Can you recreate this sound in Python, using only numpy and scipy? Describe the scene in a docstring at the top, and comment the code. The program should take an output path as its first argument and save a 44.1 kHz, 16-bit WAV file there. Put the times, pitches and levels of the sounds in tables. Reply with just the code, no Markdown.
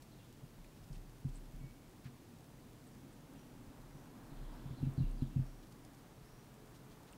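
"""Beetle on a woodland floor

Close to the microphone, a large beetle shoves through dry twigs and soil: faint scrapes, tiny snaps.
The camera is nudged as it follows, and its mount thuds and sways at a few low resonances.
Small birds call far off among the trees, over the microphone's hiss and a distant rumble
that swells twice."""
import sys
import numpy as np
from scipy import signal
from scipy.fft import rfft, irfft, next_fast_len
from scipy.io import wavfile

SR = 44100
rng = np.random.default_rng(int(sys.argv[2]) if len(sys.argv) > 2 else 0)


def digitize_waveform(pressure):
    """Quantize a signal to 16-bit integers and store it at the path in sys.argv[1].

    Rows of a 2-D input are taken as channels; values are limited to [-1, 1].
    """
    field = np.atleast_2d(pressure).T
    bounded = np.clip(field, -1, 1)
    quanta = np.round(bounded * 32767).astype(np.int16)
    wavfile.write(sys.argv[1], SR, quanta)


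N = 316197
TIME = np.arange(N) / SR

# spectrum of still air and microphone hiss: f/Hz, relative density/dB
AIR_SPECTRUM = [(12, -44), (20, -4.5), (44, -0.5), (64, -11), (103, -4), (126, 1.5), (157, -2), (175, -6),
                (282, -6.5), (324, -9), (427, -14), (534, -16), (834, -20), (1410, -25.5), (15500, -35)]
# resonances of the far drone: f/Hz, width/Hz, relative level/dB
DRONE_BANDS = [(140, 68, 2), (254.3, 124, 7)]
# contour of the drone and the still air together: t/s, relative level/dB
DRONE_CONTOUR = [(0.0, -63.5), (2.25, -58.5), (2.7, -61.5), (2.93, -57), (3.75, -57.5), (4.95, -53),
                 (5.21, -53), (5.55, -58), (6.11, -63.5), (7.17, -60.5)]
# spectrum of the broad, distant rush: f/Hz, relative density/dB
RUSH_SPECTRUM = [(250, -15.5), (450, -1), (900, 0), (1200, -4), (1700, -7.5), (2400, -17), (5000, -29.5)]
# swells of the rush: peak t/s, half-width/s, level/dB
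RUSH_SWELLS = [(4.55, 0.67, -64.5), (6.95, .4, -69)]
# faint whines within the rumble: start t/s, end t/s, f/Hz, level/dB
FAR_WHINES = [(4.45, 4.797, 951, -71), (6.038, 7.17, 427.6, -70)]

# one bird's thin, rising calls: t/s, length/s, first f/Hz, held f/Hz, relative level/dB
RISING_CALLS = [(2.48, .1, 5950, 6100, -83), (2.90, .09, 5850, 6150, -80), (3.368, .1, 5650, 6000, -77),
                (3.918, 0.14, 5750, 6080, -81), (4.512, .09, 4300, 5800, -78),
                (5.398, .26, 4600, 5740, -80), (6.225, .24, 4400, 5800, -78)]
# falling, trilled chirps: t/s, first f/Hz, relative level/dB
FALLING_CHIRPS = [(.106, 4700, -73.5), (.178, 3790, -70.5), (3.33, 3650, -73.5), (4.763, 4400, -69),
                  (4.815, 3100, -71), (4.967, 4700, -68), (5.01, 3300, -69.5), (5.162, 5520, -74),
                  (5.195, 4200, -68.5), (5.295, 3400, -75), (5.35, 2950, -76)]
# a soft, low whistle in two notes: t/s, f/Hz, relative level/dB
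SOFT_WHISTLES = [(1.49, 2195, -78), (1.598, 2250, -73)]

# nudges of the camera mount: t/s, thud gain/dB, sway level/dB, contact/ms
MOUNT_NUDGES = [(.433, -48, -58, 2.4), (.586, -57, -52, 2.6), (.807, -45, -61, 5.2), (.902, -35, -43, 6.1),
                (.964, -46, -56, 4.4), (1.249, -30.5, -50, 3.9), (1.285, -61, -41, 4.3),
                (1.538, -45, -41.5, 5), (1.608, -45.5, -61, 3.3), (1.638, -45, -54, 3.4),
                (2.055, -38.5, -69, 4.5), (4.317, -51.5, -45.5, 2.8), (4.385, -58, -41.5, 5.5),
                (4.449, -55, -46, 5.7), (4.510, -49.5, -55, 4), (4.656, -39.5, -56, 3.8),
                (4.705, -32.5, -61, 4.9), (4.809, -36, -55, 4.9), (4.829, -32.5, -41, 1.93),
                (4.867, -30, -56, 3.8), (4.979, -31.5, -57, 2.4), (5.003, -24, -45, 4.2),
                (5.036, -34.5, -32, 3.3), (5.222, -34, -45, 0.86), (5.361, -26, -44, 3.6),
                (5.392, -28, -46.5, 4.1)]
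# resonances of the mount: f/Hz, relative level/dB, t60/s
MOUNT_MODES = [(98, -5, 0.13), (133.5, 5.5, 0.15), (152.4, -4.5, 0.11), (174, -9, 0.014), (236.3, 2, 0.11),
               (262, -1, .09), (313, -34, 0.059)]

# legs and shell scraping on twigs and soil: t/s, length/s, centre f/Hz, level/dB
LEG_SCRAPES = [(0.017, .021, 4470, -67.5), (.64, .014, 6000, -75), (.755, .045, 3600, -72),
               (0.829, .025, 4500, -70), (.921, 0.016, 5000, -69), (0.931, .048, 2900, -68),
               (1.276, .03, 4000, -72), (1.321, 0.08, 2700, -71), (1.45, 0.015, 4600, -70),
               (2.035, 0.057, 1600, -63.5), (5.625, 0.021, 3200, -67.5), (5.712, .022, 5500, -68.5),
               (5.94, .015, 4500, -69), (5.975, .025, 6500, -71), (6.737, 0.047, 3960, -68),
               (6.9, .049, 3600, -69), (7.068, .039, 3200, -69)]
# claws skidding over dry bark, a thin high hiss: t/s, length/s, level/dB
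CLAW_SKIDS = [(0.926, .025, -73), (1.331, .063, -68.5), (2.86, .031, -71.5), (3.118, .026, -73),
              (3.433, .02, -75), (6.755, .03, -78)]
# dry fibres snapping: t/s, centre f/Hz, width/Hz, starting level/dB
FIBRE_SNAPS = [(.022, 4500, 6000, -62), (.646, 2100, 900, -60), (0.93, 4860, 2000, -60),
               (4.935, 8400, 1000, -63), (5.115, 8400, 1000, -65), (5.849, 5300, 3200, -59),
               (5.849, 9500, 1300, -61), (7.127, 8500, 1400, -59.5), (7.133, 3100, 1000, -58)]


def undb(db):
    """Decibels to gain."""
    return 10 ** (np.asarray(db) / 20)


def unit(x):
    """Scale to rms 1."""
    return x / np.sqrt(np.mean(x ** 2) + 1e-20)


def add(track, s, sound):
    """Mix a sound into the track at time s."""
    start = max(int(s * SR), 0)
    part = sound[:max(N - start, 0)]
    track[start:start + len(part)] += part


def band(x, hz, width_hz):
    """Band-pass with fairly steep skirts, scaled to rms 1."""
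    f = np.fft.rfftfreq(len(x), 1 / SR) + 1e-6
    return unit(irfft(rfft(x) / (1 + ((f - hz * hz / f) / width_hz) ** 2), len(x)))


def coloured(spectrum):
    """Noise of rms 1, shaped by rows of f/Hz, level/dB."""
    hz, db = np.transpose(spectrum)
    size = next_fast_len(N)
    f = np.fft.rfftfreq(size, 1 / SR) + 1
    gain = undb(np.interp(np.log(f), np.log(hz), db))
    return unit(irfft(rfft(rng.standard_normal(size)) * gain, size)[:N])


def wander(per_s, t=TIME):
    """Random drift with a spread near 1."""
    return np.interp(t * per_s, np.arange(512), rng.standard_normal(512))


def decay(t60_s, t):
    """Envelope that falls 60 dB in t60_s."""
    return np.exp(-np.log(1000) * t / t60_s)


def ring(hz, t60_s, t):
    """One struck mode."""
    return np.sin(2 * np.pi * hz * t) * decay(t60_s, t)


def far_drone(still_air_db=-64):
    """Low bands of noise in the distance, heard as far as they rise out of the still air."""
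    hum = unit(sum(undb(db) * band(rng.standard_normal(N), hz, width) for hz, width, db in DRONE_BANDS))
    contour = undb(np.interp(TIME, *np.transpose(DRONE_CONTOUR)))
    power = np.maximum(contour ** 2 - undb(still_air_db) ** 2, 0)
    return undb(-2.5 + 1.15 * wander(per_s=8.3)) * np.sqrt(power) * hum


def far_rush(rest_db=-76.5):
    """Broad noise that swells and ebbs like something passing a long way off."""
    swells = sum(undb(db) ** 2 / (1 + ((TIME - s) / width) ** 2) for s, width, db in RUSH_SWELLS)
    power = undb(rest_db) ** 2 + swells
    return undb(1.4 * wander(per_s=9)) * np.sqrt(power) * coloured(RUSH_SPECTRUM)


def far_whines():
    """Thin, distant tones that fade in and out, unsteady in pitch and level."""
    out = np.zeros(N)
    for start, end, hz, db in FAR_WHINES:
        progress = np.clip((TIME - start) / (end - start), 0, 1)
        fade = np.sqrt(np.abs(np.sin(np.pi * progress)))
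        gain = undb(db + 4.7 * wander(per_s=7.4))
        pitch_hz = hz * (1 + .0063 * wander(per_s=22))
        out += gain * fade * np.sin(2 * np.pi * np.cumsum(pitch_hz) / SR)
    return out


def background(air_db=-58.5):
    """The bed of the wood: steady air and microphone hiss, with the rumble far behind."""
    return undb(air_db) * coloured(AIR_SPECTRUM) + far_drone() + far_rush() + far_whines()


def scatter(x, t60_s):
    """Many faint reflections among the trees, dying away at unchanged power."""
    paths = rng.standard_normal(SR) * decay(t60_s, TIME[:SR])
    return signal.fftconvolve(x, paths / np.sqrt(np.sum(paths ** 2)))[:N]


def bird_note(length, first_hz, held_hz, trill_depth_hz, slide_s=.04, fade_db=0):
    """A whistle sliding towards a held pitch with a fast, uneven trill; it may fade as it goes."""
    t = TIME[:int(length * SR)]
    progress = t / length
    trill = trill_depth_hz * wander(per_s=900, t=t)
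    hz = held_hz + (first_hz - held_hz) * np.exp(-t / slide_s) + trill
    envelope = np.sqrt(np.sin(np.pi * progress)) * undb(-fade_db * progress)
    return unit(envelope * np.sin(2 * np.pi * np.cumsum(hz) / SR))


def far_birds():
    """Calls, chirps and whistles, blurred by leaves and echoed by trunks on the way to the microphone."""
    calls = np.zeros(N)
    for s, length, first_hz, held_hz, db in RISING_CALLS:
        add(calls, s, undb(db) * bird_note(length, first_hz, held_hz, trill_depth_hz=125, fade_db=13))
    for s, hz, db in FALLING_CHIRPS:
        add(calls, s, undb(db) * bird_note(.051, hz, .78 * hz, trill_depth_hz=395, slide_s=.018))
    for s, hz, db in SOFT_WHISTLES:
        add(calls, s, undb(db) * bird_note(.075, hz, hz, trill_depth_hz=12))
    leaves = undb(-5) * scatter(calls, t60_s=.08)
    trunks = undb(-4) * scatter(calls, t60_s=.8)
    return undb(-10) * calls + leaves + trunks


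def far_twitter(start_s=4.26, end_s=4.76, per_s=13):
    """A run of falling chips from deeper in the wood, arriving only as reflections."""
    chips = np.zeros(N)
    for s in np.arange(start_s, end_s, 1 / per_s):
        late, detune = rng.standard_normal(2)
        held_hz = 3150 * (1 + .04 * detune)
        chip = bird_note(.047, 4900, held_hz, trill_depth_hz=440, slide_s=.014)
        add(chips, s + .008 * late, undb(-73.5) * chip)
    return scatter(chips, t60_s=.72)


def hand_fidgets(start_s=3.5, end_s=5.2, per_s=4.6, thud_db=-50.5, sway_db=-58, contact_ms=2.9):
    """The hand fidgets on the mount: extra light nudges, unevenly spaced."""
    slots = np.arange(start_s, end_s, 1 / per_s)
    late = rng.random(len(slots)) / per_s
    return [(s, thud_db, sway_db, contact_ms) for s in slots + late]


def camera_mount(suspension_hz=360):
    """Each nudge rings the mount; softer contact rings fewer high modes, and the whole rig sways on."""
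    out, t = np.zeros(N), TIME[:SR]
    sway = ring(hz=33.5, t60_s=.81, t=t)
    for s, thud_db, sway_db, contact_ms in MOUNT_NUDGES + hand_fidgets():
        corner_hz = 1000 / (2 * contact_ms)
        thud = np.zeros(len(t))
        for hz, db, t60_s in MOUNT_MODES:
            gain = undb(db) / np.sqrt(1 + (hz / corner_hz) ** 4)
            detune = 1 + .018 * rng.standard_normal()
            thud += gain * ring(hz * detune, t60_s, t)
        push = 1 - np.exp(-2 * corner_hz * t)  # the force builds up over the contact time
        add(out, s, push * (undb(thud_db) * thud + undb(sway_db) * sway))
    # the microphone's soft suspension lets only the bass through
    return signal.sosfiltfilt(signal.butter(4, suspension_hz, fs=SR, output="sos"), out)


def leg_stroke(length, hz, width_hz, spread_db=4.5):
    """One push of a leg: dense, unequal slips that swell and die, coloured by what it rubs."""
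    t = TIME[:4096]
    strength_db = spread_db * np.repeat(rng.standard_normal(len(t) // 8), 8)  # 8 samples a slip
    slips = rng.standard_normal(len(t)) * undb(strength_db)
    swell = np.sin(np.pi * np.minimum(t / length, 1))
    return swell * band(slips, hz, width_hz)


def beetle(grit_per_s=23, grit_db=-84.5):
    """Close up in the litter: legs scrape, claws skid, fibres snap and grit ticks in between."""
    out, t = np.zeros(N), TIME[:4096]
    for s, length, hz, db in LEG_SCRAPES:
        add(out, s, undb(db) * leg_stroke(length, hz, width_hz=1.7 * hz))
    for s, length, db in CLAW_SKIDS:
        add(out, s, undb(db) * leg_stroke(length, hz=8300, width_hz=2000))
    for s, hz, width_hz, db in FIBRE_SNAPS:
        fibre = band(rng.standard_normal(len(t)), hz, width_hz)
        add(out, s, undb(db) * fibre * decay(t60_s=.019, t=t))
    grit = (rng.random(N) < grit_per_s / SR) * rng.standard_normal(N)
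    return out + undb(grit_db) * band(grit, hz=5000, width_hz=15000)


def scene():
    """The wood from far to near, at one microphone close to the beetle."""
    return (background() + far_birds() + far_twitter() + camera_mount() + beetle())[None]


def record(dry):
    """The recorder cuts the top steeply."""
    top_hz = 15720
    return signal.sosfilt(signal.ellip(12, .1, 70, top_hz, fs=SR, output="sos"), dry)


dry = scene()
out = record(dry)
digitize_waveform(out)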